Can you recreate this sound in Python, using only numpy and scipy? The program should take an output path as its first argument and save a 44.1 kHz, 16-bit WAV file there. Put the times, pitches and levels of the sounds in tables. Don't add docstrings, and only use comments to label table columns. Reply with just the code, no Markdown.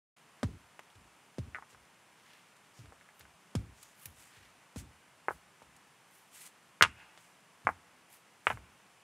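import sys
import numpy as np
from scipy import signal
from scipy.fft import rfft, irfft
from scipy.io import wavfile
from scipy.ndimage import uniform_filter1d

SR = 44100
rng = np.random.default_rng(int(sys.argv[2]) if len(sys.argv) > 2 else 0)


def generate_wav(signal):
    frames = np.transpose(np.atleast_2d(signal))
    scaled = np.clip(frames, -1, 1) * 32767
    pcm = np.round(scaled).astype(np.int16)
    wavfile.write(sys.argv[1], SR, pcm)


N = 398223


def stones(bounce_shrink=.92, bounce_pitch=.93, dull_octaves_per_db=.03, rebound_top_hz=4400):
    # start_s, level_db, gap_hz, width_hz, top_hz
    knocks = [ (0.7928, -33, 780, 1200, 3200), (1.5855, -35, 1040, 550, 1700),
              (1.6240, -37.5, 1020, 500, 1870), (1.7470, -43, 1170, 800, 2030),
              (2.8580, -43.5, 600, 1500, 4500), (2.9226, -41.5, 690, 700, 1690),
              (3.011, -46, 1850, 700, 2700), (3.089, -44, 1770, 900, 2600), (3.2090, -40, 1930, 1800, 7000),
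              (3.253, -45.5, 1490, 800, 2500), (5.619, -42.5, 700, 700, 1390),
              (6.8102, -7, 1440, 750, 2160), (7.1760, -38, 600, 2200, 5000), (8.4694, -7, 1260, 1160, 2900),
              (8.5041, -18, 827, 596, 1775), (8.573, -35.5, 1100, 900, 2300)]
    # start_s, level_db, gap_hz, width_hz, top_hz, first_bounce_s, loss_db, rebounds
    rattles = [ (1.547, -26, 1850, 750, 2540, 0.008, 3.8, 4), (5.284, -14, 870, 1110, 2040, .0236, 10, 1),
               (6.8242, 3.5, 1470, 720, 9350, 0.013, 9.5, 3), (7.6703, -8, 1062, 805, 2090, .0194, 7, 1),
               (8.5015, -20, 1370, 1148, 3100, 0.012, 6, 2)]
    out = np.zeros(N)
    for start_s, *blow in knocks:
        add(out, start_s, clack(scatter(), *blow))
    for start_s, level_db, gap_hz, width_hz, top_hz, first_bounce_s, loss_db, rebounds in rattles:
        tail = scatter()
        for k in range(round(rebounds) + 1):
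            lower = bounce_pitch ** k
            add(out, start_s, clack(tail, level_db - k * loss_db, gap_hz * lower, width_hz * lower, top_hz))
            start_s += first_bounce_s * bounce_shrink ** k
            top_hz = min(top_hz, rebound_top_hz) / 2 ** (dull_octaves_per_db * loss_db)
    return out


def clack(tail, level_db, gap_hz, width_hz, top_hz, scatter_db=-6):
    # pitch_ratio, width_hz, gain_db
    gap_modes = [(1, 190, -6), (1.951, 480, -4)]
    # delay_s, pressure_ratio
    reflections = [(.0014, 0.18), (.0024, 0.097), (.0047, .22), (.0066, 0.14)]
    t = np.arange(len(tail)) / SR
    jolt = cut(signal.unit_impulse(len(t)), top_hz, "low", order=7)
    jolt = cut(jolt, 130, "high", order=1)
    hollow = np.clip(2 - 2 * width_hz / gap_hz, .1, .9)
    ring = sum(amp(db) * resonate(jolt, ratio * gap_hz, band_hz) for ratio, band_hz, db in gap_modes)
    pulse = resonate(jolt, gap_hz, width_hz) + (.11 + .68 * hollow) * ring
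    dip_hz = .56 * gap_hz
    pulse -= hollow * resonate(pulse, dip_hz, .42 * dip_hz)
    pulse *= amp(level_db) / abs(pulse).max()
    echoes = sum(share * np.interp(t - delay_s, t, pulse, left=0) for delay_s, share in reflections)
    scattered = amp(scatter_db) * np.std(pulse) * unit(signal.fftconvolve(pulse, tail)[:len(t)])
    return pulse + echoes + scattered + crushed_sand(t, level_db, top_hz)


def crushed_sand(t, blow_db, top_hz, t60_s=.037):
    level_db = -50.5 + .62 * blow_db + 10 * np.log2(top_hz / 2200)
    sand = resonate(grains(len(t), spread_db=-9), 7200, 6500)
    sand = cut(sand, 10000, "low", order=6)
    fade = amp(-60 * t / t60_s) + amp(-15.5 - 60 * t / .15)
    return amp(level_db) * unit(sand) * fade


def mud():
    # start_s, thud_db, end_hz, slap_db, spatter_db
    drops = [(.4310, -26, 85, -21.5, -40.5), (1.3837, -31, 76, -35.5, -49),
             (3.552, -25.5, 65.4, -32, -39.5), (4.7604, -35, 59, -40.5, -49.5)]
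    # start_s, thud_db, end_hz
    presses = [ (.954, -55, 78), (1.729, -65, 75), (2.79, -46, 96), (3.203, -60, 81), (4.057, -51, 87),
               (4.366, -60.5, 84.5), (5.298, -56, 90), (5.623, -66, 68), (6.81, -34, 101.4),
               (7.649, -43, 84), (8.47, -45, 78), (8.533, -40.5, 90)]
    out = np.zeros(N)
    for start_s, thud_db, end_hz, slap_db, spatter_db in drops:
        add(out, start_s, thud(thud_db, start_hz=330, end_hz=end_hz, sink_s=.037))
        top_hz = 500 * (1 + amp(slap_db + 23))
        add(out, start_s, slap(slap_db, top_hz, spatter_db))
    for start_s, thud_db, end_hz in presses:
        add(out, start_s, thud(thud_db, start_hz=1.9 * end_hz, end_hz=end_hz, sink_s=.04))
        add(out, start_s, slap(slap_db=-58.5, top_hz=500, spatter_db=-61))
    return out


def thud(thud_db, start_hz, end_hz, sink_s, glide_s=.0095, rumble_t60_s=.36):
    t = np.arange(SR // 2) / SR
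    lumps = noise([(20, 0), (150, 0), (300, -25), (1000, -80)], len(t))
    pitch_hz = (end_hz + (start_hz - end_hz) * np.exp(-t / glide_s)) * (1 + .2 * lumps)
    bump = .89 * np.exp(-t / .0086)
    sinking = 2.02 * (t / sink_s) * np.exp(-(t / (.72 * sink_s)) ** 2.6)
    push = np.sin(2 * np.pi * np.cumsum(pitch_hz) / SR) * (bump + sinking)
    jolts = amp(2.5 * noise([(5, 0), (30, 0), (70, -30), (300, -90)], len(t)))
    # frequency_hz, density_db
    soil = [(20, -55), (45, -8.5), (70, 4), (120, -4.5), (170, -10), (270, -10), (380, -19.5), (700, -38.5),
            (2000, -58.5)]
    settling = (1 - np.exp(-(t / .039) ** 2)) * amp(-60 * t / rumble_t60_s)
    rumble = noise(soil, len(t)) * unit(jolts) * settling
    rumble_db = -18 + .63 * thud_db
    return amp(thud_db) * push + amp(rumble_db) * rumble


def slap(slap_db, top_hz, spatter_db, slap_t60_s=.052, spatter_t60_s=.041, plop_hz=450):
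    t = np.arange(SR // 4) / SR
    blow = signal.unit_impulse(len(t)) + .062 * rng.standard_normal(len(t)) * amp(-60 * t / slap_t60_s)
    puff = cut(blow, top_hz, "low", order=2)
    puff = cut(puff, 260, "high", order=2)
    puff += amp(1) * resonate(puff, plop_hz, 220)
    spatter = cut(grains(len(t), spread_db=3.5), 910, "high", order=1)
    spatter = cut(spatter, 10000, "low", order=3)
    spatter = unit(spatter + 2.3 * cut(spatter, 2994, "low", order=1))
    fade = amp(-60 * t / spatter_t60_s) + amp(-17.5 - 60 * t / .27)
    return amp(slap_db) * puff / abs(puff).max() + amp(spatter_db) * spatter * fade


def handling():
    # peak_s, rise_s, level_db, centre_hz
    strokes = [ (1.71, 0.022, -65, 7000), (2.33, .13, -65, 2400), (2.785, .035, -62.5, 6000),
               (3.18, 0.038, -73, 12500), (3.84, 0.077, -63, 6900), (4.035, 0.053, -58.5, 11000),
               (4.23, 0.067, -60, 8100), (4.38, .14, -64, 1800), (4.788, 0.02, -51, 7350),
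               (5.326, 0.033, -62.5, 9400), (6.17, .07, -65.5, 10200), (6.368, .036, -53, 8550),
               (6.42, 0.029, -52, 9000), (6.465, 0.014, -50.5, 8500), (7.23, .09, -67.5, 7500),
               (7.695, 0.022, -66.5, 9500), (8.135, 0.031, -58.5, 10380), (8.5, 0.037, -56, 8480)]
    # peak_s, level_db, centre_hz
    ticks = [(.793, -58, 7500), (.902, -60, 2800), (2.334, -59, 3480), (2.566, -61, 7000),
             (3.195, -56.5, 12000), (3.829, -47.5, 8000), (4.0568, -40, 12500), (5.765, -59, 7860)]
    # peak_s, fall_s, level_db
    handover = (7, .11, -60)
    out = np.zeros(N)
    for peak_s, rise_s, level_db, centre_hz in strokes:
        add(out, *swish(peak_s, level_db, centre_hz, rise_s, fall_s=1.2 * rise_s))
    for peak_s, level_db, centre_hz in ticks:
        add(out, *swish(peak_s, level_db, centre_hz, rise_s=.0009, fall_s=.0058))
    add(out, *scrape(*handover))
    return out


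def swish(peak_s, level_db, centre_hz, rise_s, fall_s, catch_db=1.9, snap_db=-9, body_db=-2):
    t = np.arange(-2.5 * rise_s, 4 * fall_s, 1 / SR)
    stroke = np.where(t < 0, np.exp(-(t / rise_s) ** 2), np.exp(-abs(t / fall_s) ** 1.2))
    catches = amp(catch_db * unit(uniform_filter1d(rng.standard_normal(len(t)), size=200)))
    snaps_per_s = centre_hz / 20
    snaps = unit(rng.standard_normal(len(t)) * (rng.random(len(t)) < snaps_per_s / SR))
    rub = resonate(grains(len(t), spread_db=0) + amp(snap_db) * snaps, centre_hz, .45 * centre_hz)
    body = resonate(rng.standard_normal(len(t)), 2200, 2150)
    return peak_s + t[0], amp(level_db) * stroke * unit((rub + amp(body_db) * body) * catches)


def scrape(peak_s, fall_s, level_db, rise_s=.025):
    # pitch_hz, width_hz, gain_db
    modes = [(820, 150, 3), (1624, 130, -3), (2560, 80, 0.5)]
    t = np.arange(-2.5 * rise_s, 4 * fall_s, 1 / SR)
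    rub = grains(len(t), spread_db=2)
    ring = sum(amp(db) * unit(resonate(rub, hz, width_hz)) for hz, width_hz, db in modes)
    stroke = np.where(t < 0, np.exp(-(t / rise_s) ** 2), np.exp(-t / fall_s))
    return peak_s + t[0], amp(level_db) * unit(ring) * stroke


def scatter(near_t60_s=.044, far_t60_s=.14, far_db=-18):
    t = np.arange(SR // 5) / SR
    fade = amp(-60 * t / near_t60_s) + amp(far_db - 60 * t / far_t60_s)
    return fade * (1 - np.exp(-t / .0018)) * rng.standard_normal(len(t))


def woods(x, near_db=-38, near_t60_s=.53, far_db=-45, far_t60_s=.78, edge_s=.16):
    # frequency_hz, density_db
    trees = [(100, -4), (500, -9), (800, 0), (1200, -7.5), (2600, 2.5), (3500, -10.5), (12000, -25)]
    t = np.arange(SR) / SR
    brush = noise(trees, len(t)) * amp(-60 * t / near_t60_s)
    trunks = noise(trees, len(t)) * amp(-60 * t / far_t60_s) / (1 + np.exp(-(t - edge_s) / .0046))
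    tail = amp(near_db) * brush / np.linalg.norm(brush) + amp(far_db) * trunks / np.linalg.norm(trunks)
    return signal.fftconvolve(x, tail)[:N]


def drizzle(wash_db=-63.5, swell_db=.08, patter_db=-82, drops_per_s=150):
    # frequency_hz, density_db
    wash = [(15, -75), (25, -49), (62, -15), (164, 1), (227, -3.5), (359, -5.5), (537, -5.5), (782, -2.5),
            (945, -1.5), (1170, -2.5), (1450, -4), (2850, -7), (4040, -15), (9550, -15.5), (15500, -31)]
    # frequency_hz, coherence
    likeness = [(60, 1.0), (240, 0.99), (950, 1), (3770, 1), (15000, 0.6)]
    coherence = np.clip(read(likeness, np.fft.rfftfreq(N, 1 / SR)), 0, 1)
    mid = noise(wash, N)
    side = irfft(rfft(noise(wash, N)) * np.sqrt((1 - coherence) / (1 + coherence)), N)
    swell = noise([(0, -20), (.4, 0), (1.5, 0), (6, -40), (30, -120)], N)
    drops = rng.standard_normal(N) * (rng.random(N) < drops_per_s / SR)
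    patter = amp(patter_db) * unit(resonate(drops, 3000, 4300))
    return amp(wash_db + swell_db * swell) * np.array([mid + side, mid - side]) + patter


def amp(db):
    return 10 ** (np.asarray(db) / 20)


def unit(x):
    return x / np.sqrt(np.mean(x ** 2) + 1e-20)


def read(points, hz):
    points_hz, values = np.transpose(points)
    return np.interp(np.log(hz + 1), np.log(points_hz + 1), values)


def add(mix, start_s, sound):
    part = mix[max(round(start_s * SR), 0):][:len(sound)]
    part += sound[:len(part)]


def cut(x, hz, kind, order):
    return signal.sosfilt(signal.butter(order, min(hz, .49 * SR), kind, fs=SR, output="sos"), x)


def resonate(x, hz, width_hz):
    return signal.lfilter(*signal.iirpeak(hz, hz / width_hz, fs=SR), x)


def noise(spectrum, size):
    gain = amp(read(spectrum, np.fft.rfftfreq(size, 1 / SR)))
    return unit(irfft(rfft(rng.standard_normal(size)) * gain, size))


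def grains(size, spread_db):
    return unit(rng.standard_normal(size) * amp(spread_db * np.minimum(rng.exponential(1, size), 4)))


def scene(side_db=-35):
    near = stones() + mud() + handling()
    around = scatter()
    side = amp(side_db) * signal.fftconvolve(near, around / np.linalg.norm(around))[:N]
    return near + woods(near) + np.array([side, -side]) + drizzle()


def record(dry, start_s=.163, fade_s=.005, low_hz=42, top_hz=15700):
    fade_in = np.clip((np.arange(N) / SR - start_s) / fade_s, 0, 1)
    clipped = np.clip(cut(dry * fade_in, low_hz, "high", order=4), -.9, .9)
    low_pass = signal.firwin(511, top_hz, window=("kaiser", 9), fs=SR)
    return signal.oaconvolve(clipped, low_pass[None], "same")


dry = scene()
out = record(dry)
generate_wav(out)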